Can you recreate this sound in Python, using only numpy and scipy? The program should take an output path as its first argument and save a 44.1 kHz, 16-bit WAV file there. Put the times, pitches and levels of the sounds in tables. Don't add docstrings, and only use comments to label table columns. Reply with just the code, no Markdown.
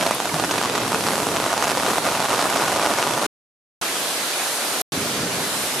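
import sys
import numpy as np
from scipy import signal
from scipy.fft import rfft, irfft, next_fast_len
from scipy.io import wavfile
from scipy.ndimage import uniform_filter1d, map_coordinates

SR = 44100
rng = np.random.default_rng(int(sys.argv[2]) if len(sys.argv) > 2 else 0)


def digitize_waveform(pressure):
    field = np.atleast_2d(pressure).T
    bounded = np.clip(field, -1, 1)
    quanta = np.round(bounded * 32767).astype(np.int16)
    wavfile.write(sys.argv[1], SR, quanta)


N = 255780
TIME = np.arange(N) / SR

# t/s, level/dB, nominal pitch/Hz, brightness/dB
BLOB_HITS = [(.010, -17, 1060, 4), (.026, -17.5, 930, 3), (.029, -16, 730, -3), (.035, -17.5, 790, 0),
             (.064, -13.5, 770, -2), (.067, -13.5, 800, 1), (.110, -10, 800, -6), (.202, -15, 900, -2),
             (.256, -17, 850, -1), (.343, -16.5, 830, 1), (.398, -15.5, 730, -1), (.439, -18.5, 1050, 1),
             (.446, -17, 1170, 1), (.511, -15.5, 880, 6), (.514, -18, 880, -1), (.540, -17, 700, 2),
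             (.558, -19.5, 1030, 2), (.581, -16.5, 950, 1), (.584, -18, 780, 4), (.614, -15.5, 1010, -4),
             (.627, -18, 760, 2), (.636, -17, 1160, 1), (.642, -18.5, 890, 4), (.650, -18, 1020, 2),
             (.658, -18.5, 1120, 2), (.698, -15.5, 720, -1), (.752, -17.5, 900, 5), (.756, -18, 960, 3),
             (.779, -17, 1050, 1), (.835, -19, 1110, 0), (.850, -19, 940, -5), (.879, -19, 840, 0),
             (.920, -15.5, 890, -1), (.930, -18, 1040, 1), (.946, -12.3, 1080, -3), (1.008, -17, 740, 2),
             (1.039, -18, 880, 5), (1.068, -16, 1050, 1), (1.075, -17, 740, 2), (1.086, -15.5, 1080, 2),
             (1.107, -18, 900, 0), (1.134, -19, 1030, 3), (1.156, -17, 1000, 4), (1.180, -15, 780, -3),
             (1.202, -18, 820, 3), (1.232, -19, 760, 3), (1.269, -15.5, 780, -2), (1.288, -17, 1030, 0),
             (1.363, -16, 900, 3), (1.369, -17, 930, 6), (1.401, -16, 830, -1), (1.441, -17, 1000, 2),
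             (1.464, -15.5, 1000, -1), (1.530, -15, 930, 0), (1.539, -18, 960, -6), (1.570, -18, 1040, -4),
             (1.578, -14.5, 850, 1), (1.625, -13, 1150, 0), (1.639, -18, 1110, 5), (1.643, -15.5, 800, -1),
             (1.671, -16, 800, -1), (1.677, -17.5, 1040, 1), (1.680, -15.5, 830, 0), (1.693, -18, 1090, 2),
             (1.699, -15, 740, 1), (1.709, -16, 1000, 3), (1.717, -15, 820, 1), (1.751, -19, 1000, -3),
             (1.773, -15, 840, 1), (1.779, -18, 840, 1), (1.799, -17, 1090, -2), (1.834, -18, 1160, -1),
             (1.865, -15, 980, -1), (1.900, -17.5, 950, -1), (1.934, -18, 1080, 0), (1.958, -17, 1130, 0),
             (1.983, -12, 830, -5), (2.088, -16.5, 1130, -1), (2.122, -18, 890, 0), (2.152, -17, 1060, -2),
             (2.196, -17, 780, -1), (2.203, -14.5, 830, -3), (2.226, -18, 830, 2), (2.254, -16.5, 1110, -1),
             (2.259, -17, 940, -2), (2.286, -18, 1090, 0), (2.312, -18, 1100, 2), (2.339, -17.5, 1140, 0),
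             (2.347, -16.5, 980, 2), (2.392, -17, 920, 1), (2.395, -17.5, 1200, 0), (2.414, -15.5, 780, 2),
             (2.426, -15.5, 850, 3), (2.456, -13.5, 840, -8), (2.502, -18, 1000, 1), (2.526, -17, 1000, 0),
             (2.560, -15.5, 960, 0), (2.572, -18, 1090, 6), (2.622, -17, 950, -3), (2.681, -14.5, 1020, 0),
             (2.761, -16.5, 840, 0), (2.796, -15.5, 1070, -2), (2.827, -16.5, 1000, 5),
             (2.834, -17, 840, -6), (2.847, -16.5, 880, -3), (2.856, -14.5, 910, -2), (2.862, -14, 900, 1),
             (2.938, -17.5, 1200, 0), (2.986, -17, 1000, 2), (3.027, -15, 850, 5), (3.068, -18, 950, -2),
             (3.073, -15, 760, -2), (3.109, -16, 940, -1), (3.177, -17, 1030, -4), (3.234, -17, 870, -4)]
# f/Hz, level/dB
SLAP_EQ = [(30, -41), (100, -29), (280, -4.5), (480, -2.5), (650, 2), (1000, 0), (1480, -6), (1800, -11.5),
           (2600, -11.5), (5000, -14), (9500, -17.5), (12500, -22.5), (16000, -73)]
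# f/Hz, left-right likeness (-1 to 1)
SLAP_IMAGE = [(40, 0.56), (200, 0.95), (1100, 0.93), (2200, 0.76), (5500, 0.77), (7000, 0.99), (11000, 1),
              (13000, 0.5)]


def amp(db):
    return 10 ** (np.asarray(db) / 20)


def unit(x):
    return x / np.sqrt(np.mean(x ** 2) + 1e-20)


def along(points, hz):
    f, values = np.transpose(points)
    return np.interp(np.log(hz + 1), np.log(f + 1), values)


def curves(rows):
    s, *columns = np.transpose(rows)
    return [np.interp(TIME, s, column) for column in columns]


def wobble(rate):
    return map_coordinates(rng.standard_normal(int(N * rate / SR) + 4), [TIME * rate])


def filtered(x, response):
    size = next_fast_len(N + SR // 4)
    return irfft(rfft(x, size) * response(np.fft.rfftfreq(size, 1 / SR)), size)[..., :N]


def add(track, s, sound):
    part = track[..., max(round(s * SR), 0):][..., :sound.shape[-1]]
    part += sound[..., :part.shape[-1]]


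def scatter(shape):
    return np.clip(rng.standard_normal(shape), -2, 2)


def stereo(pair, image):
    def mid_side(hz):
        angle = np.arccos(np.clip(along(image, hz), -1, 1)) / 2
        return np.array([np.cos(angle), np.sin(angle)])
    mid, side = filtered(pair, mid_side)
    return unit(np.array([mid + side, mid - side]))


def impact(eq, shift, trail_s, size=1024):
    hz = np.fft.rfftfreq(size, 1 / SR)
    cepstrum = irfft(np.log(amp(along(eq, hz / shift))))
    minimum_phase = rfft(2 * cepstrum[:size // 2] * (np.arange(size // 2) > 0), size)
    lag = np.pi * trail_s * hz ** 2 / 10 ** 4
    pulse = irfft(np.exp(minimum_phase - 1j * lag))
    return pulse / np.abs(pulse).max()


def drops(rate, spread_db):
    return (rng.random(N) < rate / SR) * amp(spread_db * scatter(N))


def patter(eq, image, rate, near_db, patchy_db):
    noise = signal.stft(rng.standard_normal((2, N)), nperseg=512)[2]
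    patches = uniform_filter1d(rng.standard_normal(noise.shape[1:]), size=6, axis=0)
    patches = uniform_filter1d(patches, size=14, axis=1)
    far = signal.istft(noise * amp(patchy_db * unit(patches)), nperseg=512)[1][:, :N]
    near = unit(drops(rate, spread_db=3.5) * rng.standard_normal((2, N)))
    rain = filtered(far + amp(near_db) * near, lambda hz: amp(along(eq, hz)))
    return stereo(rain, image)


def surging(trickle_db, count=150):
    gap_s, width_s, surge_db = .038, .0087, -4.5
    lull_width_s, lull_depth = .011, .75
    surges, t = np.zeros(N), np.arange(SR // 16) / SR
    swell = np.exp(-.5 * ((t - t.mean()) / width_s) ** 2)
    for s in np.cumsum(gap_s * np.exp(.45 * scatter(count))):
        add(surges, s, amp(surge_db) ** 2 * swell)
    lulls = sum(np.exp(-.5 * ((TIME - s) / lull_width_s) ** 2) for s in (.305, .478, 1.74, 2.012, 2.276))
    trickle = amp(trickle_db + wobble(40))
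    return unit((1 - lull_depth * lulls) * np.sqrt(surges + trickle ** 2))


def runoff(level_db, trickle_db, rate, spread_db, froth_db):
    # t/s, level/dB
    flow_levels = [(0.0, -23), (0.2, -28.5), (1.1, -27.5), (1.45, -26.5), (1.67, -24), (2.05, -23),
                   (2.35, -22), (2.85, -22.5), (3.26, -24)]
    flow = amp(curves(flow_levels)[0] + level_db) * surging(trickle_db)
    slaps = np.zeros((2, N))
    for shift in (.92, 1, 1.06):
        hits = drops(rate * unit(flow), spread_db)
        pan = 2 * rng.random(N) - 1
        froth = amp(froth_db) * np.sqrt(unit(flow)) * rng.standard_normal((2, N))
        mid = unit(hits - uniform_filter1d(hits, size=1024))
        force = np.array([mid, unit(hits * pan)]) + froth
        slap = impact(SLAP_EQ, shift, trail_s=.0005)
        slaps += signal.fftconvolve(force, slap[None], axes=1)[:, :N]
    stream = unit(stereo(slaps, SLAP_IMAGE) * np.sqrt(flow))
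    return stream * np.sqrt(np.mean(flow ** 2))


def blobs(level_db, usual_hz, edge_db, top_db):
    out = np.zeros(N)
    trails_s = rng.uniform(.0004, .0008, len(BLOB_HITS))
    for (s, db, hz, bright_db), trail_s in zip(BLOB_HITS, trails_s):
        body = [(f * hz / usual_hz, level + (bright_db + edge_db) * (f > 1700))
                for f, level in SLAP_EQ if f < 7000]
        top = [(f, level + top_db) for f, level in SLAP_EQ if f >= 7000]
        pulse = impact(body + top, shift=.98, trail_s=trail_s)
        attack_rms = np.sqrt(np.mean(pulse[:128] ** 2))
        add(out, s, amp(db + level_db) * pulse / attack_rms)
    return out


def surface(blows):
    # f/Hz, bandwidth/Hz, level/dB
    modes = [(648, 57, -19), (960, 42, -10.5), (1220, 52, -3.5), (1445, 49, 0.5), (1820, 80, -5),
             (2280, 170, -18), (2600, 130, -11)]

    def ring(f):
        return sum(amp(db) * 1j * f * width / (hz ** 2 - f ** 2 + 1j * f * width)
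                   for hz, width, db in modes)
    return filtered(blows, lambda f: 1 + ring(f))


def splashes(level_db, decay_s):
    # f/Hz, level/dB
    splash_eq = [(500, -9), (1500, -5), (2600, 0.5), (5000, 7), (9000, -1.5), (15000, -23.5)]
    bursts, t = np.zeros((2, N)), np.arange(SR // 20) / SR
    for s, db, _, bright_db in BLOB_HITS:
        add(bursts, s, amp(db + bright_db + level_db) * np.exp(-t / decay_s))
    return bursts * patter(splash_eq, SLAP_IMAGE, rate=990, near_db=-6.5, patchy_db=5.5)


def downpour(levels, wash_db, bubble_db, drum_db, spray_db):
    # f/Hz, level/dB
    wash_eq = [(40, -42.5), (85, -27.5), (150, -11), (270, -2), (450, -0.5), (650, 2), (850, 0),
               (1400, -.5), (1800, -2.5), (2500, -3), (4000, -3), (7000, -6.5), (10000, -25), (13000, -24),
               (16000, -47)]
    drum_eq = [(20, -31), (50, -21), (85, -8.5), (125, -1.5), (200, -1), (280, 1.5), (450, -3.5),
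               (800, -17), (2000, -56)]
    spray_eq = [(100, -55), (600, -23.5), (3000, -15), (6000, -7), (8000, 3), (10500, 3), (12500, -1),
                (14500, -12), (16000, -50.5)]
    # f/Hz, left-right likeness (-1 to 1)
    wash_image = [(40, 0.77), (200, 0.96), (500, 0.93), (1000, 0.82), (1800, 0.4), (4000, 0.23),
                  (6000, 0.25), (11500, -0.517)]
    drum_image = [(40, 0.53), (110, 0.97), (300, 0.98)]
    spray_image = [(11000, .5), (13000, .3)]
    drum_ride, spray_ride = curves(levels)
    wash = patter(wash_eq, wash_image, rate=2500, near_db=-11, patchy_db=1.1)
    wash += amp(bubble_db) * bubbles(count=700, usual_hz=1405.5, pitch_spread=.6, cycles=70, spread_db=4)
    drum = patter(drum_eq, drum_image, rate=400, near_db=-7.5, patchy_db=.84)
    spray = patter(spray_eq, spray_image, rate=1500, near_db=-10, patchy_db=1.1)
    return amp(wash_db) * wash + amp(drum_ride + drum_db) * drum + amp(spray_ride + spray_db) * spray


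def bubbles(count, usual_hz, pitch_spread, cycles, spread_db):
    out, t = np.zeros((2, N)), np.arange(SR // 12) / SR
    for s, (pitch, size, pan) in zip(rng.random(count) * N / SR, scatter((count, 3))):
        turns = usual_hz * np.exp(pitch_spread * pitch) * t
        age = np.minimum(turns / cycles, 2)
        envelope = amp(-60 * age) * (1 - np.exp(-turns))
        ring = np.sin(2 * np.pi * turns * (1 + .013 * age)) * envelope
        add(out, s, amp(spread_db * size + 2 * np.array([[pan], [-pan]])) * ring)
    return unit(out)


def ticks(t60_s, attack_s):
    # t/s, level/dB, f/Hz, left minus right/dB
    strikes = [(0.1478, -14, 10000, 6), (4.8126, -9, 10600, -2)]
    out, t = np.zeros((2, N)), np.arange(SR // 10) / SR
    envelope = amp(-60 * t / t60_s) * (1 - np.exp(-t / attack_s))
    for s, db, hz, pan_db in strikes:
        phase = 2 * np.pi * hz * t + .5 * np.cumsum(rng.standard_normal(len(t)))
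        add(out, s, amp([[db + pan_db / 2], [db - pan_db / 2]]) * np.sin(phase) * envelope)
    return out


def thuds(swell_s):
    # t/s, level/dB, f/Hz
    landings = [(0.336, -22.5, 159), (0.823, -26, 125), (1.328, -36, 143), (5.02, -27.5, 135),
                (5.269, -28, 265)]
    out, t = np.zeros(N), np.arange(SR // 5) / SR
    envelope = t / swell_s * np.exp(1 - t / swell_s)
    for s, db, hz in landings:
        add(out, s, amp(db) * envelope * np.sin(2 * np.pi * hz * t))
    return out


def plinks(t60_s, glide):
    # t/s, level/dB, starting f/Hz
    rings = [(3.886, -27, 2020), (4.335, -27, 2450)]
    out, t = np.zeros(N), np.arange(SR // 10) / SR
    for s, db, hz in rings:
        add(out, s, amp(db - 60 * t / t60_s) * np.sin(2 * np.pi * hz * t * (1 + glide * t)))
    return out


def scene():
    # start/s, end/s
    stretches = [(-1, 3.265), (3.814, 4.819), (4.921, 7)]
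    # t/s, drumming level/dB, spray level/dB
    opening_rides = [(0.0, -37.5, -34), (0.2, -41, -35.5), (0.35, -36, -33.5), (0.55, -36.5, -33.5),
                     (0.75, -36, -38), (1.1, -34.5, -31), (1.55, -38, -35.5), (1.9, -37, -32),
                     (2.1, -38, -34), (3.26, -38.5, -34.5)]
    middle_rides = [(3.82, -46.5, -39.5), (4.0, -45.5, -38), (4.2, -47, -38.3), (4.33, -63, -38.3),
                    (4.45, -52, -36.3), (4.62, -60, -37.7), (4.81, -51, -37)]
    closing_rides = [(4.93, -34, -36), (5.1, -38, -36), (5.27, -33.5, -38.5), (5.42, -39.5, -35.5),
                     (5.6, -42, -32.5), (5.8, -43, -35.5)]
    # f/Hz, left minus right/dB
    balance = [(40, 0), (250, -1), (1000, -1.4), (4000, -1.4), (12000, -0.5)]
    slaps = runoff(level_db=-1.5, trickle_db=-1, rate=300, spread_db=3, froth_db=-14)
    slaps += blobs(level_db=-2.2, usual_hz=900, edge_db=-1.5, top_db=-3.5)
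    eaves = surface(slaps) + splashes(level_db=-15.5, decay_s=.0045)
    opening = eaves + downpour(opening_rides, wash_db=-28.5, bubble_db=-5.5, drum_db=4.5, spray_db=-.5)
    middle = downpour(middle_rides, wash_db=-25, bubble_db=-20, drum_db=1, spray_db=8)
    closing = downpour(closing_rides, wash_db=-25.5, bubble_db=-18, drum_db=5.5, spray_db=4)
    close_ups = ticks(t60_s=.009, attack_s=.0001) + thuds(swell_s=.0078) + plinks(t60_s=.07, glide=1.2)
    mix = np.zeros((2, N))
    for rain, (start, end) in zip((opening, middle, closing), stretches):
        mix += (rain + close_ups) * ((TIME > start) & (TIME < end))
    return filtered(mix, lambda hz: amp(np.outer([.5, -.5], along(balance, hz))))


def record(dry):
    cutoff_hz, transition_hz = 15700, 600
    return filtered(dry, lambda hz: np.clip((cutoff_hz - hz) / transition_hz + .5, 0, 1))


dry = scene()
out = record(dry)
digitize_waveform(out)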